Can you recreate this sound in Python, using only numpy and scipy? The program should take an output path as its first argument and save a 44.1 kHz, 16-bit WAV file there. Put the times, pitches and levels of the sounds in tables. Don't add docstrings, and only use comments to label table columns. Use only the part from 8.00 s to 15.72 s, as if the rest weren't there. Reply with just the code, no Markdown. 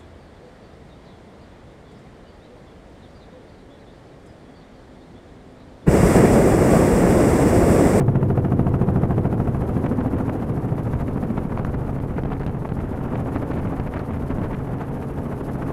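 import sys
import numpy as np
from scipy import signal
from scipy.fft import rfft, irfft
from scipy.io import wavfile
from scipy.ndimage import uniform_filter1d

SR = 44100
rng = np.random.default_rng(int(sys.argv[2]) if len(sys.argv) > 2 else 0)


def pcm_store(signal):
    levels = np.round(np.clip(np.atleast_2d(signal), -1, 1) * 32767)
    wavfile.write(sys.argv[1], SR, levels.astype(np.int16).T)


N = 340452
T = np.arange(N) / SR
BLADE_HZ, CAM_HZ, CYLINDERS = 13.67, 22.772, 6
UNIT_PULSE = np.sqrt(SR / BLADE_HZ)


def undb(db):
    return 10 ** (np.asarray(db) / 20)


def unit(x):
    return x / np.sqrt(np.mean(x ** 2))


def curve(table, at=T):
    return np.interp(at, *np.transpose(table))


def blend(cabin, door, doorway):
    return cabin + (door - cabin) * doorway


def walk(rate):
    hold = int(SR / rate)
    steps = np.repeat(rng.standard_normal(N // hold + 1), hold)
    return unit(uniform_filter1d(uniform_filter1d(steps, hold), hold)[:N])


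def colour(x, spectrum, size=8192):
    hz, db = np.transpose(spectrum)
    f = np.maximum(np.arange(size // 2 + 1) * SR / size, 1)
    cepstrum = irfft(np.log(undb(np.interp(np.log(f), np.log(hz), db))))
    cepstrum[1:size // 2] *= 2
    cepstrum[size // 2 + 1:] = 0
    response = irfft(np.exp(rfft(cepstrum)))
    return signal.fftconvolve(x, response / np.linalg.norm(response))[:N]


def noise(spectrum):
    return colour(rng.standard_normal(N), spectrum)


def pulses(times, sizes):
    index = np.round(times * SR).astype(int)
    inside = (index >= 0) & (index < N)
    return np.bincount(index[inside], sizes[inside], N)


def bursts(times, sizes, decay_s):
    age = T[:SR // 10] / decay_s
    return signal.fftconvolve(pulses(times, sizes), age * np.exp(1 - age))[:N] * rng.standard_normal(N)


def throb(cycles, centre, depth_db):
    return unit(undb(depth_db * np.cos(2 * np.pi * (cycles - centre))))


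def ring(x, hz, t60_s, rise_s=0.0079):
    t = T[:SR // 4]
    mode = np.sin(2 * np.pi * hz * t) * (1 - np.exp(-t / rise_s)) * np.exp(-np.log(1000) * t / t60_s)
    return signal.fftconvolve(x, mode / np.linalg.norm(mode))[:N]


def tone(hz, db, start_cycles=0):
    phase = 2 * np.pi * (hz * T + start_cycles) + 0.18 * walk(7)
    return np.sqrt(2) * undb(db + 0.14 * walk(2.3)) * np.cos(phase)


# multiple of the firing rate, level in dB in the cabin, then at the doorway.
EXHAUST_ORDERS = [(1, -23, -36.5), (2, -33, -39), (3, -52, -45)]

def exhaust(doorway):
    outside = np.clip(doorway / 0.21, 0, 1)
    return sum(tone(order * CYLINDERS * CAM_HZ, blend(cabin, door, outside) + 1.24 * outside * walk(6.5))
               for order, cabin, door in EXHAUST_ORDERS)


# multiple of the camshaft rate, level in dB in the cabin, then at the doorway.
ENGINE_ORDERS = [(5, -28.5, -40.5), (7, -34.5, -45.5), (10, -35.5, -43.5), (14, -33.5, -51.5),
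                 (15, -40.5, -55), (16, -34, -55.5), (17, -36, -57), (19, -42.5, -48), (20, -51, -54.5),
                 (33, -53, -55.5), (39, -75, -53.5)]
# pitch in Hz, level in dB in the cabin, then at the doorway.
DRIVE_TONES = [(81.1, -35, -45.5), (244.2, -40.5, -48), (393.3, -46, -50.5), (465.4, -46, -49),
               (496.6, -37.5, -49)]

def machinery(doorway):
    lines = [(order * CAM_HZ, cabin, door) for order, cabin, door in ENGINE_ORDERS] + DRIVE_TONES
    return sum(tone(hz, blend(cabin, door, doorway), rng.random()) for hz, cabin, door in lines)


# frequency in Hz, relative level in dB.
RUMBLE_SPECTRUM = [(15, 4.5), (35, -0.5), (70, 3), (120, -0.5), (200, -6.5), (400, -24.5), (1000, -64)]
RUSH_SPECTRUM = [(60, -8), (130, -3), (250, 1), (380, -6.5), (550, -8), (800, -12.5), (1200, -19.5),
                 (2000, -31), (3000, -41.5), (4500, -58), (8000, -62.5), (15000, -66.5)]
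# time in seconds, relative level in dB.
RUMBLE_LEVEL = [(0, -29), (1.3, -31), (2.2, -30.5), (2.65, -35), (2.95, -26.5), (3.3, -30.5), (3.9, -27),
                (4.25, -27.5), (4.7, -32), (5.45, -28), (5.8, -28.5), (6.05, -36.5), (6.4, -26), (6.8, -33),
                (7, -31), (7.3, -35.5), (7.72, -30)]
RUSH_LEVEL = [(0, -30), (1, -28), (1.5, -30), (2.2, -29.5), (2.6, -33.5), (3.7, -34), (4.2, -36),
              (4.6, -38.5), (5, -34), (5.5, -33.5), (6.1, -36.5), (6.43, -34), (6.7, -36), (7.4, -35),
              (7.72, -33.5)]

def downwash(doorway):
    rumble = noise(RUMBLE_SPECTRUM) * undb(curve(RUMBLE_LEVEL))
    chop = throb(BLADE_HZ * T, centre=0.21, depth_db=blend(2.5, 1, doorway))
    shoves = unit(undb(1.1 * doorway * walk(65)))
    exposure_db = 4.74 * np.sqrt(doorway) - 1
    rush = noise(RUSH_SPECTRUM) * chop * shoves * undb(curve(RUSH_LEVEL) + exposure_db)
    treble = signal.sosfiltfilt(signal.butter(1, 900, "high", fs=SR, output="sos"), rush)
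    flutter = unit(undb(2.14 * walk(170))) * undb(-1.5 + 6.1 * doorway)
    return rumble + rush - treble + treble * flutter


# frequency in Hz, relative level in dB.
SWISH_SPECTRUM = [(1500, -11), (3500, 3), (5500, 1), (8000, 0), (10500, 4.5), (11700, 3.5), (13500, -2),
                  (16000, -13)]
# time in seconds, level in dB.
SWISH_LEVEL = [(0, -64.5), (1.8, -61), (3, -62), (4.2, -65), (5.4, -62.5), (7, -63.5), (7.72, -60)]

def swish(doorway):
    sweep = BLADE_HZ * T + 0.27 * np.sqrt(doorway)
    sweep += 0.052 * np.cos(2 * np.pi * (sweep - .05))
    hiss = noise(SWISH_SPECTRUM) * throb(sweep, centre=0.23, depth_db=3.5)
    flicker_db = 1.54 * walk(90) + 1.5 * walk(450)
    return hiss * undb(curve(SWISH_LEVEL) + flicker_db)


# frequency in Hz, relative level in dB.
WHINE_SPECTRUM = [(9000, -35), (10900, -13), (11500, -10), (12000, -14), (13500, -40)]

def whine(doorway):
    return noise(WHINE_SPECTRUM) * undb(-72.5 - 22 * doorway)


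def pressure_wave(shock_hz=1410, leak_hz=58):
    t = T[:SR // 20] - T[SR // 40]
    bow = 0.61 * np.exp(-((t + 0.0018) / 0.0017) ** 2)
    suction = 0.58 * (t >= 0) * np.clip(1 - t / 0.0024, 0, 1)
    rebound = 0.41 * np.exp(-((t - 0.0037) / 0.0017) ** 2)
    wave = signal.sosfilt(signal.butter(3, shock_hz, fs=SR, output="sos"), bow - suction + rebound)
    return signal.sosfiltfilt(signal.butter(1, leak_hz, "high", fs=SR, output="sos"), wave)


# delay in seconds, share of the crack.
VORTEX_SNAPS = [(.002, .31), (.0035, 0.23), (.0047, 0.17)]
# frequency in Hz, relative level in dB.
CRACK_SPECTRUM = [(120, -15.5), (400, 9), (750, -3.5), (1300, -5.5), (2000, -22.5), (2900, -26.5),
                  (4200, -45.5), (9000, -51)]
TEAR_SPECTRUM = [(250, 2), (700, 10.5), (1250, -7), (2000, -15), (2800, -19), (4200, -59), (9000, -77)]

def vortex_crack(times, crack, second_times, second_share):
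    snaps = sum(pulses(times + delay_s * (1 + 0.12 * rng.standard_normal(len(times))), share * crack)
                for delay_s, share in VORTEX_SNAPS)
    tear = bursts(times + 0.0012, 0.014 * crack, decay_s=0.0017)
    tear += bursts(second_times + 0.0012, 0.0094 * crack * second_share, decay_s=0.0018)
    wake = bursts(times, 0.02 * crack, decay_s=0.0063)
    return colour(snaps, CRACK_SPECTRUM) + colour(tear, TEAR_SPECTRUM) + colour(wake, RUSH_SPECTRUM)


# pitch in Hz, seconds to fall 60 dB, relative level in dB.
CABIN_MODES = [(96.1, 0.23, -20), (120.2, 0.3, -26), (201, 0.067, -27), (370, 0.09, -50),
               (674, 0.04, -33.5)]

def cabin_boom(times, knock_db):
    knocks = pulses(times + 0.0055, -UNIT_PULSE * undb(knock_db))
    return sum(ring(knocks * undb(db), hz, t60_s) for hz, t60_s, db in CABIN_MODES)


# time in seconds, relative level in dB.
SLAP_LEVEL = [(0, -4.5), (1, -4.5), (1.35, -6), (2.05, -10.5), (2.4, -14), (2.8, -13), (3.5, -14.5),
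              (5.5, -15), (7, -26.5), (7.72, -12)]

def blade_slap(times, doorway, full_slap_db=-7, door_boom_db=-16):
    slap_db = curve(SLAP_LEVEL, times)
    turn = np.interp(times, T, doorway)
    thump_luck, crack_luck, second_luck, boom_luck = rng.standard_normal((len(times), 4)).T
    scatter_db = blend(0.7, 0.5, turn)
    thump = undb(slap_db + 0.4 * scatter_db * thump_luck)
    crack = UNIT_PULSE * undb(-31 + 0.98 * (slap_db - full_slap_db) + scatter_db * crack_luck)
    second_times, second_share = times + .022, undb(-5.5 + 0.73 * second_luck)
    rounded = uniform_filter1d(pulses(second_times, thump * second_share), size=64)
    waves = signal.fftconvolve(pulses(times, thump) + rounded, pressure_wave(), "same")
    boom = cabin_boom(times, slap_db + door_boom_db * turn + .5 * boom_luck)
    return waves + vortex_crack(times, crack, second_times, second_share) + boom


# middle and half length in seconds, pitch in Hz, relative dB.
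HOLLOW_SWELLS = [(0.09, 0.11, 132, -31), (0.937, 0.18, 170, -30), (1.328, 0.54, 80, -27.5),
                 (1.923, 0.38, 252, -30), (2.72, 0.27, 136, -27), (3.276, 0.39, 224, -32.5),
                 (5.414, 0.17, 275, -30)]

def hollows(times):
    strikes = pulses(times, np.full(len(times), -UNIT_PULSE))
    drive = undb(0.5) * strikes + undb(-8.5) * rng.standard_normal(N)
    return sum(ring(drive * undb(db) * np.exp(-((T - s) / half_s) ** 2), hz, t60_s=0.045, rise_s=0.0038)
               for s, half_s, hz, db in HOLLOW_SWELLS)


# frequency in Hz, relative level in dB.
POP_SPECTRUM = [(14, -11), (40, -39.5), (85, 8.5), (130, -5), (200, 0.5), (300, -8), (500, -21.5),
                (1000, -47), (2000, -54), (4000, -87), (9000, -74)]
RASP_SPECTRUM = [(200, 13.5), (700, 12), (1400, 4), (2300, -4.5), (3500, -19), (5500, -30), (9000, -36.5),
                 (15000, -51)]

def buffets(doorway, count=130):
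    when, size = rng.random((count, 2)).T
    times = when * N / SR
    strength = undb(12.6 * size) * np.interp(times, T, doorway)
    pops = pulses(times, undb(-7) * strength * rng.choice([-1, 1], count))
    rasps = bursts(times, undb(-41) * strength, decay_s=0.0013)
    return colour(rasps, RASP_SPECTRUM) + colour(pops, POP_SPECTRUM)


# middle in seconds, level there in dB, half length in seconds.
PORT_GUSTS = [(1.843, -30, 0.0058), (1.866, -23.5, 0.0055), (2.01, -28.5, 0.0079), (2.274, -42, 0.0031),
              (2.297, -27.5, .005), (2.428, -30, 0.006), (2.497, -32, .004), (2.784, -30.5, 0.0065),
              (2.936, -23.5, 0.0054), (3.004, -32, 0.017), (3.084, -32, .006), (3.236, -31, 0.0084),
              (3.304, -33, 0.0031), (3.381, -27, 0.011), (3.52, -29, .003), (3.578, -21, 0.0044),
              (3.594, -25.5, .004), (3.65, -25, .004), (3.746, -29, 0.0063), (3.897, -33, 0.0039),
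              (4.185, -28, 0.011), (4.257, -29.5, 0.0036), (4.323, -28.5, 0.0079), (4.334, -27.5, .004),
              (4.414, -31.5, .01), (4.436, -24.5, .003), (4.479, -32, 0.0049), (4.655, -27, 0.0058),
              (4.806, -34, 0.0068), (5.134, -34, 0.0055), (5.157, -23.5, 0.0035), (5.286, -34, .005),
              (5.362, -28.5, 0.015), (5.427, -31, 0.011), (5.516, -24.5, 0.0058), (5.538, -32.5, 0.011),
              (5.589, -28, 0.0067), (5.659, -31, .005), (5.77, -33, 0.0075), (5.798, -20.5, 0.0043),
              (5.875, -29.5, 0.0092), (5.941, -29, 0.01), (5.969, -26.5, 0.0085), (5.994, -29, 0.013),
              (6.143, -33, 0.01), (6.312, -30, 0.013), (6.442, -30, 0.017), (6.513, -30, 0.0068),
              (6.534, -28, .005), (6.547, -28.5, 0.0045), (6.817, -30, 0.02), (6.883, -35, 0.0035),
              (7.028, -29.5, .009), (7.119, -36.5, 0.0023), (7.323, -34, 0.0088), (7.408, -32, 0.007),
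              (7.623, -29, 0.0065)]

def gusts(sputter_hz=308.5):
    swell = np.zeros(N)
    for s, db, half_s in PORT_GUSTS:
        near = slice(*np.searchsorted(T, [s - 3 * half_s, s + 3 * half_s]))
        swell[near] += undb(db) * np.exp(-((T[near] - s) / half_s) ** 2)
    shedding = np.cumsum(sputter_hz * (1 + .3 * walk(200))) / SR
    sputter = throb(shedding, centre=0, depth_db=15)
    return colour(swell * rng.standard_normal(N) * sputter, RASP_SPECTRUM)


# release in seconds, pop level in dB, tick level in dB.
STALLS = [(3.584, 1, -52), (3.648, 0.5, -43), (4.001, 0, -55), (4.235, 3, -48), (4.25, 0, -57),
          (4.303, 0, -60), (4.396, -9, -47), (4.464, 4, -43), (4.69, 1, -49.5), (5.798, 4.5, -60),
          (5.992, -4, -46), (6.384, 4.5, -58)]
# frequency in Hz, relative level in dB.
RELEASE_POP = [(25, -9), (80, 0), (200, -4), (600, -16), (2000, -35), (5000, -62), (15000, -88)]
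RELEASE_TICK = [(1000, 5), (5000, -3), (11000, -6), (16000, -14)]
RELEASE_RASP = [(400, -8), (2000, 3), (4000, -5), (7000, -29), (15000, -38)]

def stall(roar):
    times, pop_db, tick_db = np.transpose(STALLS)
    pinned = uniform_filter1d(pulses(times - .003, np.ones(len(times))), size=340) * 340
    duck = 1 - .7 * uniform_filter1d(pinned, size=100)
    pop = colour(pulses(times, -undb(pop_db)), RELEASE_POP)
    tick = colour(bursts(times, undb(tick_db), decay_s=0.00038), RELEASE_TICK)
    rasp = colour(bursts(times, undb(tick_db + 4.5), decay_s=0.0012), RELEASE_RASP)
    return roar * duck + pop + tick + rasp


# time in seconds, position from 0 (facing the cabin) to 1 (doorway).
MICROPHONE_TURN = [(0, 0.092), (1, 0.15), (1.8, 0.35), (2.6, 0.55), (3.5, 0.66), (4.6, 0.94), (7.72, 0.97)]
# time in seconds, lag behind an even beat in milliseconds.
ROTOR_LAG = [(0, 9.5), (.85, 9.4), (2.8, 13.8), (4.5, 11.7), (5.8, 18.5), (7.72, 21.5)]

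def scene():
    doorway = curve(MICROPHONE_TURN)
    beats = np.arange(int(N / SR * BLADE_HZ) + 1) / BLADE_HZ
    passes = beats + curve(ROTOR_LAG, beats) / 1000
    air = downwash(doorway) + buffets(doorway) + gusts()
    rotor = blade_slap(passes, doorway) + hollows(passes)
    drone = exhaust(doorway) + machinery(doorway)
    return stall(air + rotor + drone + swish(doorway) + whine(doorway))[None]


def record(dry, low_hz=17, top_hz=15550):
    thinned = signal.sosfilt(signal.butter(2, low_hz, "high", fs=SR, output="sos"), dry)
    return signal.sosfilt(signal.ellip(10, .2, 80, top_hz, fs=SR, output="sos"), thinned)


dry = scene()
out = record(dry)
pcm_store(out)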